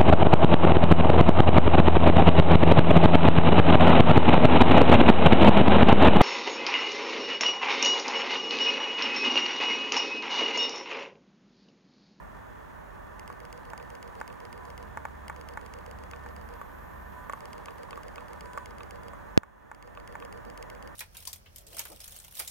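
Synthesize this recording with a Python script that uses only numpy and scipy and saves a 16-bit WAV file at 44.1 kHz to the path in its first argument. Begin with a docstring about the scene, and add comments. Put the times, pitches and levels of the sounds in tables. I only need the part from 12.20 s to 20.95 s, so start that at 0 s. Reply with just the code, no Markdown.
"""A hand-held camera whirrs close by: its focus motor steps and ticks eight times a second, in bouts,
and its iris (the light opening) and lens knock against their stops, making the housing ring.
Behind it a hand softly rubs a dog's ear in a quiet, faintly humming room. A static spark snaps
into the microphone once; the gain control turns the sound down and slowly recovers."""
import sys
import numpy as np
from scipy import signal
from scipy.fft import rfft, irfft, next_fast_len
from scipy.io import wavfile
from scipy.ndimage import uniform_filter1d, minimum_filter1d, map_coordinates

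SR = 44100
rng = np.random.default_rng(int(sys.argv[2]) if len(sys.argv) > 2 else 0)


def put_to_file(sound):
    """Save the sound as 16-bit audio at rate SR, in the file named by the first command-line argument."""
    columns = np.atleast_2d(sound).T  # one column per channel
    safe = np.clip(columns, -1, 1)
    whole_steps = np.round(safe * 32767)
    wavfile.write(sys.argv[1], SR, whole_steps.astype(np.int16))


N = 385875


def amp(db):
    """Turn decibels into a gain."""
    return 10 ** (np.asarray(db) / 20)


def unit(x):
    """Scale a sound to an average (rms) size of 1."""
    return x / np.sqrt(np.mean(x ** 2) + 1e-20)


def curve(rows):
    """Join (time_s, value) points with straight lines, one value per sample."""
    return np.interp(np.arange(N) / SR, *np.transpose(rows))


def wobble(rate):
    """A smooth curve through `rate` random points a second."""
    return map_coordinates(rng.standard_normal(int(N * rate / SR) + 4), [np.arange(N) * rate / SR])


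def spells(rows, rest_db, fade_s):
    """A resting gain plus (start_s, end_s, level_db) spells that fade in and out."""
    t = np.arange(N) / SR
    return amp(rest_db) + sum(amp(db) * np.clip(np.minimum(t - start, end - t) / fade_s + .5, 0, 1)
                              for start, end, db in rows)


def filtered(x, response):
    """Scale each frequency in x by response(hz)."""
    size = next_fast_len(N + SR // 4)
    return irfft(rfft(x, size) * response(np.fft.rfftfreq(size, 1 / SR)), size)[..., :N]


def coloured(x, spectrum):
    """Shape x by (pitch_hz, relative_db) points, then scale it to size 1."""
    pitches, db = np.transpose(spectrum)
    return unit(filtered(x, lambda hz: amp(np.interp(np.log(hz + 1), np.log(pitches), db))))


def tone(hz, drift_hz, lead):
    """A slightly unsteady stereo tone; the left side is ahead by `lead` radians."""
    phase = 2 * np.pi * np.cumsum(hz + drift_hz * wobble(28)) / SR
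    return np.sqrt(2) * np.sin([phase + lead / 2, phase - lead / 2])


def add(track, start_s, sound):
    """Mix a sound into the track."""
    part = track[:, round(start_s * SR):][:, :sound.shape[1]]
    part += sound[:, :part.shape[1]]


def ring(modes, scatter_db, detune):
    """A struck part's notes (modes), each falling 60 dB in its fade_s: modes x channels x samples."""
    t = np.arange(SR // 25) / SR
    hz, db, fade_s, lead = np.transpose(modes)[:, :, None, None]
    size_luck, pitch_luck = rng.standard_normal((2, len(modes), 1, 1))
    phase = 2 * np.pi * hz * (1 + detune * pitch_luck) * t + lead * np.array([[.5], [-.5]])
    sign = (-1) ** np.arange(len(modes))[:, None, None]
    attack = 1 - np.exp(-t / .00023)
    return sign * amp(db + scatter_db * size_luck - 60 * t / fade_s) * np.sin(phase) * attack


def crack(samples, fade_s):
    """The brief noise of two hard parts meeting."""
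    return unit(rng.standard_normal((2, samples)) * amp(-60 * np.arange(samples) / SR / fade_s))


def room():
    """A rough low hum swells and fades; a higher one comes in later."""
    # noise around the low hum: pitch_hz, relative_db
    rumble = [(50, -11), (75, -0.5), (110, -6.5), (145, -8.5), (205, -5), (280, -26), (600, -69)]
    # swells of the low hum: start_s, end_s, relative_db
    swells = [(2.55, 3.42, -54), (3.6, 4.4, -52), (4.64, 4.95, -52.5), (6.05, 7.0, -62.5)]
    # strength of the higher hum: time_s, relative_db
    higher_levels = [(0, -81), (5.7, -70), (6.3, -63.5), (8.75, -64.5)]
    low = tone(71, drift_hz=2.43, lead=.45) + amp(-5.5) * coloured(rng.standard_normal(N), rumble)
    low *= amp(-1.5) * spells(swells, rest_db=-60, fade_s=.3)
    higher = amp(curve(higher_levels)) * tone(575, drift_hz=5.87, lead=.33)
    return (low + higher) * amp([[-1.5], [1.5]])


def fur():
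    """Hairs slip under the fingers in dense, uneven little grains."""
    # strength of the rubbing: time_s, relative_db
    rubbing = [(0.0, -56.5), (2.63, -53.5), (3.5, -54.5), (4.1, -54), (4.8, -55), (5.2, -52), (6.41, -53),
               (7.1, -59.5)]
    # colour of the rustle: pitch_hz, relative_db
    colour = [(250, -5), (600, -7), (950, 12.5), (1700, -7.5), (2600, -13.5), (4000, -17.5), (6500, -25.5),
              (9000, -23.5), (16000, -31)]
    slips = rng.standard_normal((3, N)) * amp(3 * wobble(220) + .7 * wobble(14))
    rustle = coloured(slips[:2] + 1.15 * slips[2], colour)  # the third row reaches both sides
    return amp(curve(rubbing) - 1.5) * rustle * amp([[-1.1], [1.1]])


def spark():
    """Static makes one steep pulse, opposite in left and right; the input's bass cut swings it back."""
    t = np.arange(SR // 20) / SR
    push = 6.4 * np.exp(-t / .00052)
    swing = .78 * np.exp(-t / .003)
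    pulse = (push - swing) * np.minimum(t / .00044, 1)
    out = np.zeros((2, N))
    add(out, 7.17651, np.array([[.9], [0]]) * pulse)
    add(out, 7.17646, np.array([[0], [-1.2]]) * pulse)
    return out


def camera_works():
    """The camera's running parts whirr, its iris drive buzzes and its electronics whine thinly."""
    # whirr alike on both sides: pitch_hz, relative_db
    alike_colour = [(22, -28), (47, 8), (70, -5.5), (100, -2.5), (130, -8), (200, -7), (330, -14),
                    (680, -10.5), (900, -8.5), (1150, -7.5), (1350, -11.5), (1750, -10), (2200, -23),
                    (4600, -41.5), (6800, -34.5), (7700, -41.5), (16000, -38.5)]
    # whirr opposite in left and right: pitch_hz, relative_db
    opposite_colour = [(22, -19), (47, -2), (120, -2), (220, -5), (400, -4), (700, -8), (950, -5.5),
                       (1400, -15), (1800, -16.5), (2600, -28), (4800, -42), (9000, -45), (16000, -40)]
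    # tones of the running parts: pitch_hz, relative_db
    steady_tones = [(612, -67), (1002, -66), (1182, -65.5), (1503, -67), (1802, -65.5), (3392, -82.5),
                    (8527, -96), (11418, -97), (15734, -106)]
    # tones of the iris drive: pitch_hz, relative_db
    buzz_tones = [(1002, 21), (1503, 12.5), (7018, -4), (8527, -5.5), (9525, -8)]
    # moves of the iris drive: start_s, end_s, relative_db
    iris_moves = [(1.9, 2.1, -84), (2.42, 2.53, -77.5), (4.95, 5.04, -74), (6.24, 6.45, -73)]
    # bursts of whine: start_s, end_s, level_db
    bursts = [(4.08, 4.17, -69), (4.22, 4.29, -68), (4.34, 5.21, -66.5), (5.27, 5.34, -71),
              (5.5, 5.59, -71), (5.75, 5.83, -75)]
    alike = amp(-50) * coloured(rng.standard_normal(N), alike_colour)
    opposite = amp(-47.5) * coloured(rng.standard_normal(N), opposite_colour)
    whirr = np.array([alike + opposite, alike - opposite])
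    steady = sum(amp(db) * tone(hz, drift_hz=5, lead=.7) * amp(2.5 * wobble(7))
                 for hz, db in steady_tones)
    awake = np.arange(N) / SR > 1.05  # no buzz or whine before this second
    drive = awake * spells(iris_moves, rest_db=-87, fade_s=.05)
    buzz = drive * sum(amp(db) * tone(hz, drift_hz=12, lead=-.8) for hz, db in buzz_tones)
    whine = awake * spells(bursts, rest_db=-84, fade_s=.025) * tone(12409, drift_hz=1.5, lead=-2.14)
    return (whirr + steady + buzz) * amp([[-1.3], [1.3]]) + whine


def tick(relative_db):
    """The lens barrel snaps and rings."""
    # notes of the barrel: pitch_hz, relative_db, fade_s, left_lead_radians
    barrel = [(2117, 8.5, 0.013, 1.37), (2810, 2, 0.011, 0.55), (3197, 1.5, 0.016, 2.04),
              (4480, 0, 0.0077, 0.23), (4970, 2.5, 0.012, 1.7), (6460, 9, 0.0031, 0.98),
              (7930, -1.5, 0.011, 1.9), (9640, -0.5, 0.0056, 1.47), (10880, 2, 0.0065, 1.7)]
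    ringing = unit(ring(barrel, scatter_db=1.5, detune=.012).sum(0))
    snap = amp(-9) * crack(ringing.shape[1], fade_s=.005)
    return amp(relative_db + 3.5) * (ringing + snap)


def focus():
    """The lens steps on a steady beat, ticking as it starts and stops; its motor hums and rasps."""
    # lone hard ticks, mostly as the lens engages after a rest: start_s, relative_db
    lone_ticks = [(0.9954, -59.5), (3.0812, -56), (5.1252, -61.5), (7.5477, -63), (8.4265, -57)]
    # bouts of hunting for focus: start_s, step_count, first_place_in_cycle, relative_db
    hunts = [(1.0774, 13, 0, 0), (3.1627, 5, 1, 0), (3.7875, 2, 3, -1), (4.0388, 3, 3, -4),
             (5.2062, 2, 1, 1), (5.458, 8, 2, .5), (6.4585, 4, 0, 0), (7.6256, 7, 2, -.5),
             (8.5005, 2, 0, 1)]
    # the four steps of one to-and-fro cycle: start_tick_db, stop_tick_db (both relative)
    cycle = [(-59.5, -67), (-64, -63), (-59.5, -68), (-67.5, -63.5)]
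    # colour of the motor's rasp: pitch_hz, relative_db
    rasp_colour = [(250, -47), (410, 0), (480, -2), (540, 3), (600, -0.5), (760, -38), (3800, -50),
                   (4800, -24.5), (5600, -63)]
    step_s = .12505
    travel_s, motor_on_s, motor_off_s = .0494, .0076, .067  # counted from a step's start
    ticks, running = np.zeros((2, N)), np.zeros(N)
    for start_s, db in lone_ticks:
        add(ticks, start_s, tick(db))
    for first_s, steps, place, db in hunts:
        for step in range(round(steps)):
            start_s = first_s + step * step_s
            start_db, stop_db = cycle[(round(place) + step) % len(cycle)]
            add(ticks, start_s, tick(db + start_db))
            add(ticks, start_s + travel_s, tick(db + stop_db))
            running[round((start_s + motor_on_s) * SR):round((start_s + motor_off_s) * SR)] = 1
    hum = amp(-52.5) * tone(478, drift_hz=6.13, lead=2.04)
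    rasp = amp(-49) * coloured(rng.standard_normal(N), rasp_colour) * np.array([[.6], [-1.1]])
    motor_gain = uniform_filter1d(running, size=700) * amp(.8 * wobble(8))
    return ticks + (hum + rasp) * motor_gain


def knocks():
    """Iris blades and lens hit their stops and rebound once, ringing the housing."""
    # notes of the housing: pitch_hz, relative_db, fade_s, left_lead_radians
    housing = [(447, -2.5, 0.029, 4), (616, -2, 0.013, 5), (890, -0.5, 0.017, -1), (1130, -3, 0.031, -1.1),
               (1446, 6.5, 0.0092, -1), (1800, 1.5, 0.0093, 0.06), (2207, -10.5, 0.042, 1),
               (2565, 9.5, 0.014, 1.5), (3150, -4, 0.028, 2), (3615, -5, 0.022, 1.5),
               (6100, 0, 0.0086, -12), (7050, 5.5, 0.0082, 18.5), (8600, 0.5, 0.013, -4.5)]
    # knocks of the iris: start_s, relative_db, ring_hz
    iris_knocks = [(1.1007, -47.5, 1140), (1.5338, -45, 890), (2.013, -40.5, 890), (2.7727, -40.5, 900),
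                   (2.8526, -40, 880), (3.0978, -42, 890), (3.3733, -41.5, 890), (4.062, -49, 930),
                   (4.4141, -46, 1130), (5.0962, -40.5, 1140), (5.1336, -41, 1130), (5.7748, -46, 1130),
                   (6.3752, -39.5, 1066), (6.9338, -50.5, 1130), (7.233, -41, 1050), (7.5149, -41.5, 890),
                   (7.9533, -44.5, 900)]
    # higher knocks thud more: ring_hz, thud_over_body_db
    thud_levels = [(890, -19.5), (1130, -6)]
    # brighter clacks of the lens, partway through some steps: start_s, relative_db
    lens_clacks = [(1.599, -55), (2.1016, -57), (3.9342, -49.5), (5.4835, -48.5), (5.7297, -49),
                   (5.9806, -49), (6.6059, -50.5), (7.7733, -48.5), (8.0239, -51)]
    out = np.zeros((2, N))
    hz = np.array(housing)[:, 0]
    band = np.digitize(hz, [700, 2400, 5000])  # thud, body, edge, click

    def strike(start_s, db, ring_hz, thud_db, edge_db, click_db):
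        """The place of the blow favours notes near ring_hz; higher knocks ring purer."""
        purity_db = np.interp(ring_hz, [890, 1130], [5.5, 11])
        favour = amp(purity_db * np.exp(-((hz - ring_hz) / 130) ** 2))
        notes = ring(housing, scatter_db=1.5, detune=.008) * favour[:, None, None]
        thud, body, edge, click = [unit(notes[band == k].sum(0)) for k in range(4)]
        click = unit(click + 1.04 * crack(click.shape[1], fade_s=.012))
        blow = amp(db + .5) * (amp(thud_db) * thud + body + amp(edge_db) * edge + amp(click_db) * click)
        add(out, start_s, blow)
        add(out, start_s + .0034, amp(-9) * blow)  # the rebound

    for start_s, db, ring_hz in iris_knocks:
        thud_db = np.interp(ring_hz, *np.transpose(thud_levels))
        strike(start_s, db, ring_hz, thud_db, edge_db=-24.5, click_db=-21)
    for start_s, db in lens_clacks:
        strike(start_s, db, ring_hz=1190, thud_db=-8.5, edge_db=-7, click_db=-25.5)
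    return out * amp([[-1.3], [1.3]])


def scene():
    """Everything that reaches the left and right microphones."""
    return camera_works() + focus() + knocks() + fur() + room() + spark()


def gain_control(x, threshold_db, hold_s, release_db_per_s):
    """Peaks over the threshold pull the volume down; it waits, then climbs back."""
    over_db = np.maximum(20 * np.log10(np.abs(x).max(0) + 1e-9) - threshold_db, 0)
    samples = max(int(hold_s * SR), 2)
    held_db = -minimum_filter1d(-over_db, samples, origin=(samples - 1) // 2)
    ramp_db = release_db_per_s * np.arange(N) / SR
    cut_db = np.maximum.accumulate(held_db + ramp_db) - ramp_db
    smoothing = 1 / (.0094 * SR)
    return x * amp(-signal.lfilter([smoothing], [1, smoothing - 1], cut_db))


def record(dry):
    """The input clips at full scale, the gain control reacts, and the highest treble is cut off."""
    top_hz = 15950
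    ducked = gain_control(np.clip(dry, -1, 1), threshold_db=-10, hold_s=.13, release_db_per_s=16)
    return filtered(ducked, lambda hz: 1 / np.sqrt(1 + (hz / top_hz) ** 200))


dry = scene()
out = record(dry)
put_to_file(out)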